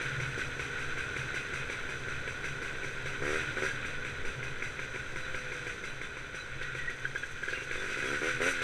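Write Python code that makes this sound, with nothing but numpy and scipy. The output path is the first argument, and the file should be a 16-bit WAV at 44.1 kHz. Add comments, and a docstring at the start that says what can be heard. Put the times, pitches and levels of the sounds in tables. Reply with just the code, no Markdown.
"""On the road, microphone at the rider's helmet, a two-stroke scooter running just below.
It coasts on a shut throttle, firing only now and then, takes two blips, slows for a corner with a brief
brake squeal and a few knocks, then pulls away in rising bursts. Each firing barks in the exhaust and
sets the metalwork ringing over the clatter of the drive. Behind it the tyres roar; close in, the
helmet's cavity drones and gusts thump the microphone."""
import sys
import numpy as np
from scipy import signal
from scipy.fft import rfft, irfft, next_fast_len
from scipy.io import wavfile

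SR = 44100
rng = np.random.default_rng(int(sys.argv[2]) if len(sys.argv) > 2 else 0)


def materialize(psi):
    """Save the field psi as 16-bit PCM at rate SR to the path in sys.argv[1].

    A 1-D psi becomes a single channel; in a 2-D psi each row is a channel.
    """
    bounded = np.clip(np.atleast_2d(psi).T, -1, 1)
    quanta = np.round(bounded * 32767).astype(np.int16)
    wavfile.write(sys.argv[1], SR, quanta)


N = 380583

# rush of road and air, least in the corner: time_s, level_db
RUSH_LEVEL = [(0.0, -55), (3.17, -56.5), (3.52, -55.5), (3.85, -56.5), (7.48, -61), (7.9, -59)]
# spectra of the tyres, the helmet's cavity and wind on the microphone: frequency_hz, level_db
TYRE_SPECTRUM = [(40, 4), (75, 7), (100, 3), (200, -1.5), (300, -1.5), (480, 1.3), (620, -5), (800, -9),
                 (1050, -5), (1500, -14.5), (4000, -47)]
HELMET_SPECTRUM = [(60, -39.5), (105, -2.5), (125, 6.5), (143, 7), (165, -16.5), (250, -42)]
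WIND_SPECTRUM = [(3, -25), (10, 14), (20, -6), (35, -17), (60, -30), (150, -64), (400, -83)]
# gusts on the microphone: start_s, length_s, level_db
WIND_GUSTS = [(2.65, 0.52, -43), (3.18, 0.22, -36.5), (3.85, 0.2, -35.5), (4.18, 0.13, -34.5),
              (5.15, 0.29, -38.5), (6.2, 0.33, -43), (6.58, 0.15, -39), (6.79, 0.1, -33.5),
              (7.72, 0.14, -37.5)]
# booms in the helmet: start_s, length_s, level_db
HELMET_BOOMS = [(0, 0.41, -42.5), (1.15, 0.29, -53), (4.36, .22, -47.5), (6.5, 0.43, -50)]
# the two beating notes of a boom: pitch_hz, level_db
BOOM_PITCHES = [(124, -0.5), (141, 1)]

# the brake pad singing: start_s, length_s, level_db
BRAKE_SQUEALS = [(6.6, 0.1, -42), (6.74, 0.21, -38), (6.96, 0.18, -48)]
# chirps of loose metal: centre_s, pitch_hz, relative_level_db
METAL_SQUEAKS = [(5.25, 3955, -42), (5.41, 3973, -46), (5.881, 3962, -42), (6.06, 3540, -43),
                 (6.41, 3968, -38), (7.19, 3480, -41), (7.561, 2770, -33), (7.62, 2730, -38),
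                 (7.799, 3532, -38), (8.08, 3300, -34)]
# ticks of a loose part at low revs: start_s, level_db
LOOSE_TICKS = [(6.626, -60), (6.782, -52), (6.9, -51.5), (6.96, -57), (6.995, -53), (7.075, -55.5),
               (7.179, -52), (7.234, -55), (7.257, -51), (7.311, -51), (7.447, -57), (7.497, -51),
               (7.633, -49)]
# scrapes in the corner: start_s, length_s, level_db
CORNER_SCRAPES = [(6.622, .018, -45), (6.76, .04, -56), (7.485, 0.088, -49)]
# spectra of a tick and a scrape: frequency_hz, level_db
TICK_SPECTRUM = [(5000, -22), (6100, 11), (7000, -5), (8900, 0), (10000, -16), (12300, -14), (13200, -24)]
SCRAPE_SPECTRUM = [(2500, -4), (3400, 8), (4700, 0.5), (5600, -12), (9000, -16), (13000, -33)]

# slack taken up in the drive: start_s, level_db
DRIVE_KNOCKS = [(3.238, -29), (3.251, -22), (3.28, -21.5), (3.299, -26), (3.662, -25), (3.686, -20),
                (3.708, -22), (7.0516, -15.5), (7.157, -18.5), (7.233, -20.5), (7.431, -20.5),
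                (7.484, -17.5), (7.532, -20.5), (8.028, -21), (8.286, -25), (8.589, -20)]
# modes of the drive casing: pitch_hz, level_db, t60_s
CASING_MODES = [(1497, 3.5, 0.022), (1572, 2, 0.028), (1621, -2.5, 0.044), (2050, -10, 0.02),
                (3180, -22.5, 0.058)]
# the drive's rattle and its treble hiss: time_s, level_db
DRIVE_LEVEL = [(0.0, -37.5), (1.45, -38.5), (2.3, -40.5), (2.88, -40.5), (3.51, -38.5), (3.65, -40),
               (5.05, -41.5), (5.55, -41), (6.01, -43.5), (6.39, -43), (6.8, -39.5), (7.1, -43), (7.4, -43),
               (7.67, -40), (8.56, -38.5), (8.63, -37)]
HISS_LEVEL = [(0.0, -55.5), (2.55, -58), (3.53, -57), (3.82, -60), (5.67, -57.5), (6.13, -61.5),
              (7.5, -58.5), (8.12, -55), (8.51, -60), (8.63, -56)]
# spectra of the drive's noises, dull to bright: frequency_hz, level_db
CLATTER_SPECTRUM = [(600, -49), (1000, -19.5), (1200, -14.5), (1370, 0.5), (1480, 8), (1590, 3),
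                    (1750, -11.5), (2000, -58), (3000, -56.5)]
CHATTER_SPECTRUM = [(900, -20.5), (1600, 3), (1930, 6), (2150, 3.5), (2540, 5), (2850, -7), (3050, -2),
                    (3300, -4.5), (3550, -1.5), (3800, -8), (3970, -0.5), (4250, -23)]
HISS_SPECTRUM = [(3000, -14), (4200, -0.5), (4400, -2.5), (4770, -1.5), (5300, -5.5), (5750, -0.5),
                 (6030, 6.5), (6800, -7), (7750, -2.5), (9000, -8), (9700, -13.5), (12000, -20),
                 (15000, -29)]

# crank speed held by the rolling scooter: time_s, turns_per_s
ROLLING_SPEED = [(0, 69), (.6, 68.4), (1.4, 67.7), (2.2, 66.7), (3.05, 65.3), (3.22, 68.4), (3.8, 68.8),
                 (4.2, 66.8), (5.35, 63.9), (5.85, 58.4), (6.25, 57.3), (6.65, 51), (7.1, 38.5),
                 (7.4, 37.9), (7.6, 44), (7.85, 45.7), (8.05, 60), (8.3, 71.4), (8.63, 72.1)]
# how loudly the pipe lets a crank order sing: frequency_hz, level_db
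PIPE_RESONANCES = [(200, -68), (250, -65), (275, -61.5), (295, -62.5), (340, -71), (405, -55), (445, -73),
                   (475, -55), (510, -52), (540, -65.5)]
# rise and fall of the pipe's hum: time_s, gain_db
HUM_GAIN = [(0, 1), (2.2, -1), (3.1, 2), (3.9, -4), (4.25, 3), (5.05, -2.5), (5.35, 2.5), (5.75, 3),
            (6.1, -6.5), (6.6, -2), (7.1, -2.5), (8.63, 2.5)]
# sizzles while pulling away: start_s, length_s, level_db
BURST_SIZZLES = [(8.02, .1, -57), (8.23, .08, -57), (8.412, .125, -49), (8.49, .045, -53)]
# spectra of the pipe's puff and bark, the sizzle and a firing's rasp: frequency_hz, level_db
PUFF_SPECTRUM = [(40, -32), (72, 8.5), (100, -16.5), (138, 11.5), (190, -13), (280, -1), (350, -7),
                 (410, 1), (500, 3), (590, -9), (800, -14.5), (2000, -48)]
BARK_SPECTRUM = [(60, -8), (190, -15.5), (240, -6.5), (285, 1.5), (322, -2), (370, 9), (440, 3.5), (520, 6),
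                 (570, -7), (640, -8.5), (800, -15.5), (1000, -26), (1200, -18.5), (3000, -41)]
SIZZLE_SPECTRUM = [(5400, -18), (6100, 9), (6900, -14), (7500, -1), (8000, -6), (8700, 1), (9400, -3),
                   (9900, -13), (10400, -6), (11500, -13), (13000, -20), (15000, -24)]
RASP_SPECTRUM = [(2500, -23), (3500, -19), (4300, -1), (4800, 3.5), (5300, -4.5), (5750, 7.5), (6020, 11),
                 (6500, -2), (7000, -1.5), (7800, 1), (8900, -2.5), (9700, -7.5), (12000, -18),
                 (15000, -24)]
# spectra of the metalwork's crack and buzz, and of a thin panel: frequency_hz, level_db
CRACK_SPECTRUM = [(700, -28), (1000, 2), (1170, -17), (1380, 7.5), (1600, -7), (1800, -8), (2050, 8),
                  (2200, 8), (2450, 1), (2800, -10), (3500, -7), (4000, -19), (4400, -22)]
BUZZ_SPECTRUM = [(900, -33.5), (1300, -0.5), (1600, 7), (1750, -12), (1950, 1.5), (2100, 3.5), (2300, -0.5),
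                 (2500, -9), (2650, -0.5), (2800, -7), (3500, -12), (4000, -9), (4400, -38)]
PANEL_SPECTRUM = [(2250, -28), (2440, -11.5), (2510, 0), (2590, -12.5), (2750, -33)]
# modes of the cylinder: pitch_hz, lone_firing_db, in_burst_db, time_to_peak_s
CYLINDER_MODES = [(975, -22, -19, 0.0042), (1345, -25, -5.5, 0.0013), (1486, -5.5, -6.5, 0.0027),
                  (1647, -2.5, -7, 0.0036), (1868, -14.5, -6, 0.0035), (2060, -1.5, -21, 0.00084),
                  (2346, 0.5, -5, 0.0016), (3530, -14, -31, 0.00061)]
# lone firings between throttle bursts: start_s, strength_db, knock_db
LONE_FIRINGS = [(.011, -1, -5), (.199, -0.5, 0), (.378, 1, -9), (.391, -0.5, -10), (.594, .5, -2),
                (.786, -1, -2), (.975, -0.5, -1.5), (1.164, 0.5, 0), (1.342, 1.5, -4), (1.533, .5, -9),
                (1.698, 0, -2), (1.89, -1, -1.5), (2.083, -2.5, -3), (2.276, -2, 0), (2.442, 0.5, 0),
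                (2.621, -0.5, -5), (2.832, -1, -8), (2.845, 1, -6), (3.057, -0.5, -3.5), (3.849, -1.5, -1),
                (4.048, -1.5, -2), (4.250, -0.5, -1), (4.428, -1.5, -2), (4.623, -0.5, 0), (4.791, -2.5, 0),
                (4.944, -2.5, -6), (4.96, -1, -3.5), (5.159, -2, -2), (5.345, -1, 0), (5.519, -1.5, 0),
                (5.667, -0.5, -1), (5.837, -.5, -2), (6.014, -2.5, -3.5), (6.168, -4.5, -4.5),
                (6.344, -1.5, -3.5), (6.614, -4, -5), (6.75, -1.5, -3.5), (6.896, -4.5, -4),
                (7.045, -5.5, -14), (7.15, -1.5, -4), (7.23, -6, -14), (7.427, -3, -11), (7.479, 1, -6),
                (7.527, 1, -8), (7.574, -0.5, -5), (7.62, -2.5, -13), (7.711, 1.5, 2), (7.898, 0.5, -4),
                (7.917, -1, -13), (7.972, 4, -5), (7.989, 1, -9), (8.618, 3.5, -2)]
# throttle bursts, one firing a turn: opens_s, shuts_s, strength_db, rattle_db
THROTTLE_BURSTS = [(3.222, 3.364, 0, -1.4), (3.569, 3.581, -1, -2), (3.622, 3.639, 2.5, 0),
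                   (7.756, 7.855, -5.5, -3), (8.025, 8.135, -2, -2), (8.218, 8.275, 2.5, 0),
                   (8.404, 8.47, 5.5, 1.5)]
# base levels of a firing's noises: lone_db, in_burst_db, db_per_strength_db
BARK_DB, BUZZ_DB, RASP_DB = (-35, -30, 0.87), (-38, -41, 2.05), (-50, -52, 1.72)


def amp(db):
    """Decibels to gain."""
    return np.exp(np.asarray(db) * (np.log(10) / 20))


def unit(x):
    """Scale to rms 1."""
    return x / np.sqrt(np.mean(x ** 2) + 1e-20)


def curve(rows):
    """One value per sample from (time_s, value) rows."""
    return np.interp(np.arange(N) / SR, *np.transpose(rows))


def wobble(rate_hz, size=N):
    """A smooth random curve with rate_hz new values a second."""
    knots = signal.resample_poly(rng.standard_normal(int(size * rate_hz / SR) + 4), 8, 1)
    return np.interp(np.arange(size) * (8 * rate_hz / SR), np.arange(len(knots)), knots)


def add(out, start_s, sound):
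    """Mix a sound into out from start_s."""
    part = out[max(round(start_s * SR), 0):][:len(sound)]
    part += sound[:len(part)]


def swells(rows):
    """An envelope with a rounded rise and fall for each (start_s, length_s, level_db) row."""
    t, out = np.arange(N) / SR, np.zeros(N)
    for start_s, length_s, db in rows:
        arch = np.sin(np.pi * t[t < length_s] / length_s)
        add(out, start_s, amp(db) * np.sqrt(np.abs(arch)))
    return out


def response(spectrum, size=16384):
    """Causal impulse response of energy 1 with the given spectrum, falling steeply above it."""
    hz, db = np.transpose(spectrum)
    octave = np.log2(np.fft.rfftfreq(size, 1 / SR) + 1)
    rolloff_db = 20 * np.maximum(octave - np.log2(hz[-1]), 0)
    gain = amp(np.interp(octave, np.log2(hz), db) - rolloff_db)
    cepstrum = irfft(np.log(np.maximum(gain, 1e-6)))
    cepstrum[1:size // 2] *= 2  # fold for minimum phase
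    cepstrum[size // 2 + 1:] = 0
    h = irfft(np.exp(rfft(cepstrum)))
    return h / np.linalg.norm(h)


def convolve(x, h):
    """x played through the impulse response h."""
    return signal.oaconvolve(x.astype(np.float32), h.astype(np.float32))[:N]


def impulses(times, sizes):
    """One spike of the given size at each time."""
    return np.bincount(np.clip(np.round(times * SR).astype(int), 0, N), sizes, N + 1)[:N]


def noise(spectrum):
    """Steady coloured noise of rms 1."""
    return unit(convolve(rng.standard_normal(N), response(spectrum)))


def rattle(spectrum, envelope, grain_db):
    """Dense tiny impacts of uneven strength, following an envelope, ring a body."""
    impacts = unit(rng.standard_normal(N) * amp(grain_db * wobble(700)))
    return convolve(impacts * envelope, response(spectrum))


def shudder(times, db, rise_s, life_s, shape):
    """Envelope of a vibration that each hit starts anew; their powers add."""
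    t = np.arange(SR // 3) / SR
    power = (1 - np.exp(-t / rise_s)) * np.exp(-(t / life_s) ** shape)
    return np.sqrt(np.abs(convolve(impulses(times, amp(db) ** 2), power)))


def each_turn(turns, start_s, stop_s):
    """The times, one crank turn apart, from start_s to stop_s."""
    t = np.arange(N) / SR
    first, last = np.interp([start_s, stop_s], t, turns)
    return np.interp(np.arange(first, last), turns, t)


def tyres(over_rush_db=9):
    """Tyres roar on the road below, louder at speed."""
    return amp(curve(RUSH_LEVEL) + over_rush_db) * noise(TYRE_SPECTRUM)


def helmet(over_rush_db=5.5, waver_db=1.8, drift_hz=2.4):
    """Right by the microphone the helmet's cavity drones, and now and then booms on two beating notes."""
    drone_db = curve(RUSH_LEVEL) + over_rush_db + waver_db * wobble(7)
    boom = np.zeros(N)
    for hz, db in BOOM_PITCHES:
        gain = amp(db + 1.6 * wobble(10))
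        phase = 2 * np.pi * np.cumsum(hz + drift_hz * wobble(20)) / SR
        boom += gain * np.sin(phase)
    return amp(drone_db) * noise(HELMET_SPECTRUM) + swells(HELMET_BOOMS) * boom


def wind(steady_db=-45.5):
    """Air buffets the microphone itself: a deep rumble with thumping gusts."""
    return np.hypot(amp(steady_db), swells(WIND_GUSTS)) * noise(WIND_SPECTRUM)


def brake(pitch_hz=1915, waver_hz=38):
    """Down at the wheel the pad sings, faint and rough, as the scooter slows."""
    phase = 2 * np.pi * np.cumsum(pitch_hz + waver_hz * wobble(200)) / SR
    roughness = unit(amp(4 * wobble(70)))
    return swells(BRAKE_SQUEALS) * roughness * np.sin(phase)


def squeaks(waver_hz=55, trim_db=-8.5):
    """Loose metal parts chirp briefly, each with a wavering pitch."""
    out, t = np.zeros(N), np.arange(SR // 10) / SR
    for centre_s, hz, db in METAL_SQUEAKS:
        phase = 2 * np.pi * np.cumsum(hz + waver_hz * wobble(300, size=len(t))) / SR
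        add(out, centre_s - t[-1] / 2, amp(db + trim_db) * np.hanning(len(t)) * np.sin(phase))
    return out


def loose_part():
    """A loose part jingles and scrapes lightly as the engine labours."""
    times, db = np.transpose(LOOSE_TICKS)
    ticks = shudder(times, db, rise_s=.004, life_s=.0076, shape=1.2)
    jingle = rattle(TICK_SPECTRUM, ticks, grain_db=2)
    return jingle + rattle(SCRAPE_SPECTRUM, swells(CORNER_SCRAPES), grain_db=1.5)


def drive_knocks(rise_s=0.0037, detune=0.0075):
    """Slack in the drive is taken up with a short clank that rings the casing."""
    out, t = np.zeros(N), np.arange(SR // 8) / SR
    attack = 1 - np.exp(-(t / rise_s) ** 2)
    for start_s, db in DRIVE_KNOCKS:
        ring = sum(amp(mode_db - 60 * t / t60_s) * np.sin(2 * np.pi * hz * rng.normal(1, detune) * t)
                   for hz, mode_db, t60_s in CASING_MODES)
        add(out, start_s, amp(db) * ring * attack)
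    return out


def throttle(lag_s=.015):
    """The push of the burning mixture on the crank: 1 for a burst of ordinary strength, 0 when shut."""
    t = np.arange(N) / SR
    return sum(amp(db) * ((t > opens_s) & (t < shuts_s + lag_s))
               for opens_s, shuts_s, db, _ in THROTTLE_BURSTS)


def crank(push, spin_up_turns_per_s2=97, spin_down_s=.25, unsteadiness=0.003974):
    """Each push adds a surge of speed that dies away; gives speed and surge (turns/s) and turns made."""
    surge = signal.lfilter([spin_up_turns_per_s2 / SR], [1, -np.exp(-1 / (spin_down_s * SR))], push)
    speed = curve(ROLLING_SPEED) + surge
    turns = np.cumsum(speed * (1 + unsteadiness * wobble(14))) / SR
    return speed, surge, turns


def piston_and_drive(turns, surge, push, slap_db=-6, jitter_s=.00006):
    """The piston slaps once a turn; the drive clatters and hisses around it, louder when revved."""
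    clatter_db = curve(DRIVE_LEVEL) - 4.5 + 0.24 * surge + 1.5 * push
    chatter_db = curve(DRIVE_LEVEL) - 5 + 0.26 * surge - 0.5 * push
    hiss_db = curve(HISS_LEVEL) + 0.24 * surge - 0.5 * push
    times = each_turn(turns, 0, N / SR)
    late, strength = rng.standard_normal((2, len(times)))
    hits = impulses(times + jitter_s * late, amp(2 * strength))
    slap = unit(convolve(hits, response(CLATTER_SPECTRUM))) * amp(clatter_db + slap_db)
    flutter = unit(amp(0.18 * np.cos(2 * np.pi * turns) + 1.3 * wobble(35)))
    clatter = rattle(CLATTER_SPECTRUM, flutter * amp(clatter_db), grain_db=0.5)
    chatter = rattle(CHATTER_SPECTRUM, flutter * amp(chatter_db), grain_db=1.0)
    return slap + clatter + chatter + rattle(HISS_SPECTRUM, amp(hiss_db), grain_db=1.5)


def low_hum(pitch_ratio=1.11, over_rush_db=-1):
    """A faint low hum follows the rolling speed."""
    phase = 2 * np.pi * pitch_ratio * np.cumsum(curve(ROLLING_SPEED)) / SR
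    return amp(curve(RUSH_LEVEL) + over_rush_db + 2 * wobble(4)) * np.sin(phase)


def pipe_hum(turns, speed, surge, orders=12, growl_db=-76):
    """Crank orders sing as they pass the pipe's resonances; the third and fourth growl when revved."""
    hz, db = np.transpose(PIPE_RESONANCES)
    tone = lambda order: np.sin(2 * np.pi * order * turns)
    hum = sum(amp(np.interp(k * speed, hz, db, -120, -120)) * tone(k) for k in range(1, orders + 1))
    growl = amp(growl_db) * surge * (tone(3) + tone(4))
    return hum * amp(curve(HUM_GAIN) + wobble(9.4)) + growl


def pumping(turns, speed, push, cruise_db=-58.5, cruise_turns_per_s=68):
    """Fired or not, each turn pushes a soft puff through the pipe, louder with revs and throttle."""
    times = each_turn(turns, 0, N / SR)
    puffs = impulses(times, amp(rng.normal(0, 2.2, len(times))))
    db = cruise_db + 0.49 * (speed - cruise_turns_per_s) + 4 * push
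    return amp(db) * unit(convolve(puffs, response(PUFF_SPECTRUM)))


def sizzle(turns, pulse_db=2):
    """A bright sizzle rides on the last bursts, pulsing once a turn."""
    pulse = unit(amp(pulse_db * np.cos(2 * np.pi * turns)))
    return rattle(SIZZLE_SPECTRUM, swells(BURST_SIZZLES) * pulse, grain_db=1)


def firings(turns, lone_knock_db=-35, burst_knock_db=-33.5, refill_s=0.11, ragged_db=1.1,
            run_on_s=.045, starve_db_per_s=300, jitter_s=.00004):
    """Lone pops and ragged bursts: time_s, bark_db, buzz_db, rasp_db, knock_db, in_burst (0 or 1)."""
    lone_db, burst_db, slope = np.transpose([BARK_DB, BUZZ_DB, RASP_DB])
    times, strength_db, knock_db = np.transpose(LONE_FIRINGS)
    # mixture gathers between lone firings, so an early one buzzes and rasps less
    refill_db = 20 * np.log10(1 - np.exp(-np.diff(times, prepend=-1) / refill_s))
    levels = lone_db + np.outer(strength_db, slope) + np.outer(refill_db, [0, 1, 1])
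    rows = [np.column_stack([times, levels, lone_knock_db + knock_db, np.zeros(len(times))])]
    for opens_s, shuts_s, strength_db, rattle_db in THROTTLE_BURSTS:
        times = each_turn(turns, opens_s, shuts_s + run_on_s)
        # the charge differs from turn to turn and starves once the throttle shuts
        charge, late = rng.standard_normal((len(times), 2)).T
        charge_db = ragged_db * charge - starve_db_per_s * np.maximum(times - shuts_s, 0)
        levels = charge_db[:, None] + burst_db + slope * [strength_db, rattle_db, rattle_db]
        knock_db = burst_knock_db + rattle_db + charge_db
        rows.append(np.column_stack([times + jitter_s * late, levels, knock_db, np.ones(len(times))]))
    return np.vstack(rows).T


def metalwork(times, knock_db, buzz_db, in_burst, crack_db=-1, panel_db=-6, damped_db=-4):
    """Firings set the metal cracking and buzzing and a panel ringing; load damps crack and panel."""
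    load_db = damped_db * in_burst
    crack = shudder(times, knock_db + crack_db + load_db, rise_s=.0006, life_s=.0042, shape=1)
    buzz = shudder(times, buzz_db, rise_s=.02, life_s=.054, shape=2.6)
    panel = shudder(times, buzz_db + panel_db + load_db, rise_s=.03, life_s=.065, shape=3)
    return (rattle(CRACK_SPECTRUM, crack, grain_db=1.5)
            + rattle(BUZZ_SPECTRUM, buzz, grain_db=2.5)
            + rattle(PANEL_SPECTRUM, panel, grain_db=1.5))


def cylinder(times, knock_db, in_burst, scatter_db=1.3):
    """Every firing knocks the same modes, each a little differently; they swell for a moment and die."""
    t, out = np.arange(SR // 25) / SR, np.zeros(N)
    for k, (hz, lone_db, burst_db, peak_s) in enumerate(CYLINDER_MODES):
        db = knock_db + np.where(in_burst, burst_db, lone_db) + rng.normal(0, scatter_db, len(times))
        mode = t / peak_s * np.exp(1 - t / peak_s) * np.sin(2 * np.pi * hz * t)
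        out += (-1) ** k * convolve(impulses(times, amp(db)), mode)
    return out


def exhaust_bark(times, bark_db, speed, hot_pitch_ratio=1.056):
    """Each firing barks in the silencer; at high revs the gas is hotter, so the pipe resonates higher."""
    firing_speed = np.interp(times, np.arange(N) / SR, speed)
    heat = np.clip((firing_speed - 74) / 12, 0, 1)
    cool_pipe = response(BARK_SPECTRUM)
    hot_pipe = response(np.array(BARK_SPECTRUM) * [hot_pitch_ratio, 1])
    return sum(convolve(impulses(times, share * amp(bark_db)), pipe / np.abs(pipe).max())
               for share, pipe in [(1 - heat, cool_pipe), (heat, hot_pipe)])


def combustion(turns, speed, rebound_s=.031, scatter_s=.003, rebound_db=-7.5):
    """Just below the rider, each firing barks, knocks the cylinder, shakes the metal and rasps."""
    times, bark_db, buzz_db, rasp_db, knock_db, in_burst = firings(turns)
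    bark = exhaust_bark(times, bark_db, speed)
    metal = metalwork(times, knock_db, buzz_db, in_burst)
    # a lone firing knocks again, more softly, a moment later
    lone = in_burst == 0
    rebound_times = times[lone] + rebound_s + scatter_s * rng.standard_normal(lone.sum())
    rebounds = cylinder(rebound_times, knock_db[lone] + rebound_db, in_burst[lone])
    knocks = cylinder(times, knock_db, in_burst)
    rasp = shudder(times, rasp_db, rise_s=.005, life_s=.051, shape=1.37)
    return bark + knocks + rebounds + metal + rattle(RASP_SPECTRUM, rasp, grain_db=1)


def scene():
    """Engine, running gear and moving air at one microphone on the helmet."""
    push = throttle()
    speed, surge, turns = crank(push)
    engine = combustion(turns, speed) + pumping(turns, speed, push)
    engine += low_hum() + pipe_hum(turns, speed, surge)
    engine += piston_and_drive(turns, surge, push) + sizzle(turns)
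    running_gear = drive_knocks() + loose_part() + squeaks() + brake()
    background = helmet() + tyres() + wind()
    return (background + running_gear + engine)[None]


def record(dry, top_hz=15150):
    """The microphone's chain passes nothing above its band limit."""
    size = next_fast_len(N + 8192)
    passband = np.fft.rfftfreq(size, 1 / SR) < top_hz
    return irfft(rfft(dry, size) * passband, size)[..., :N]


dry = scene()
out = record(dry)
materialize(out)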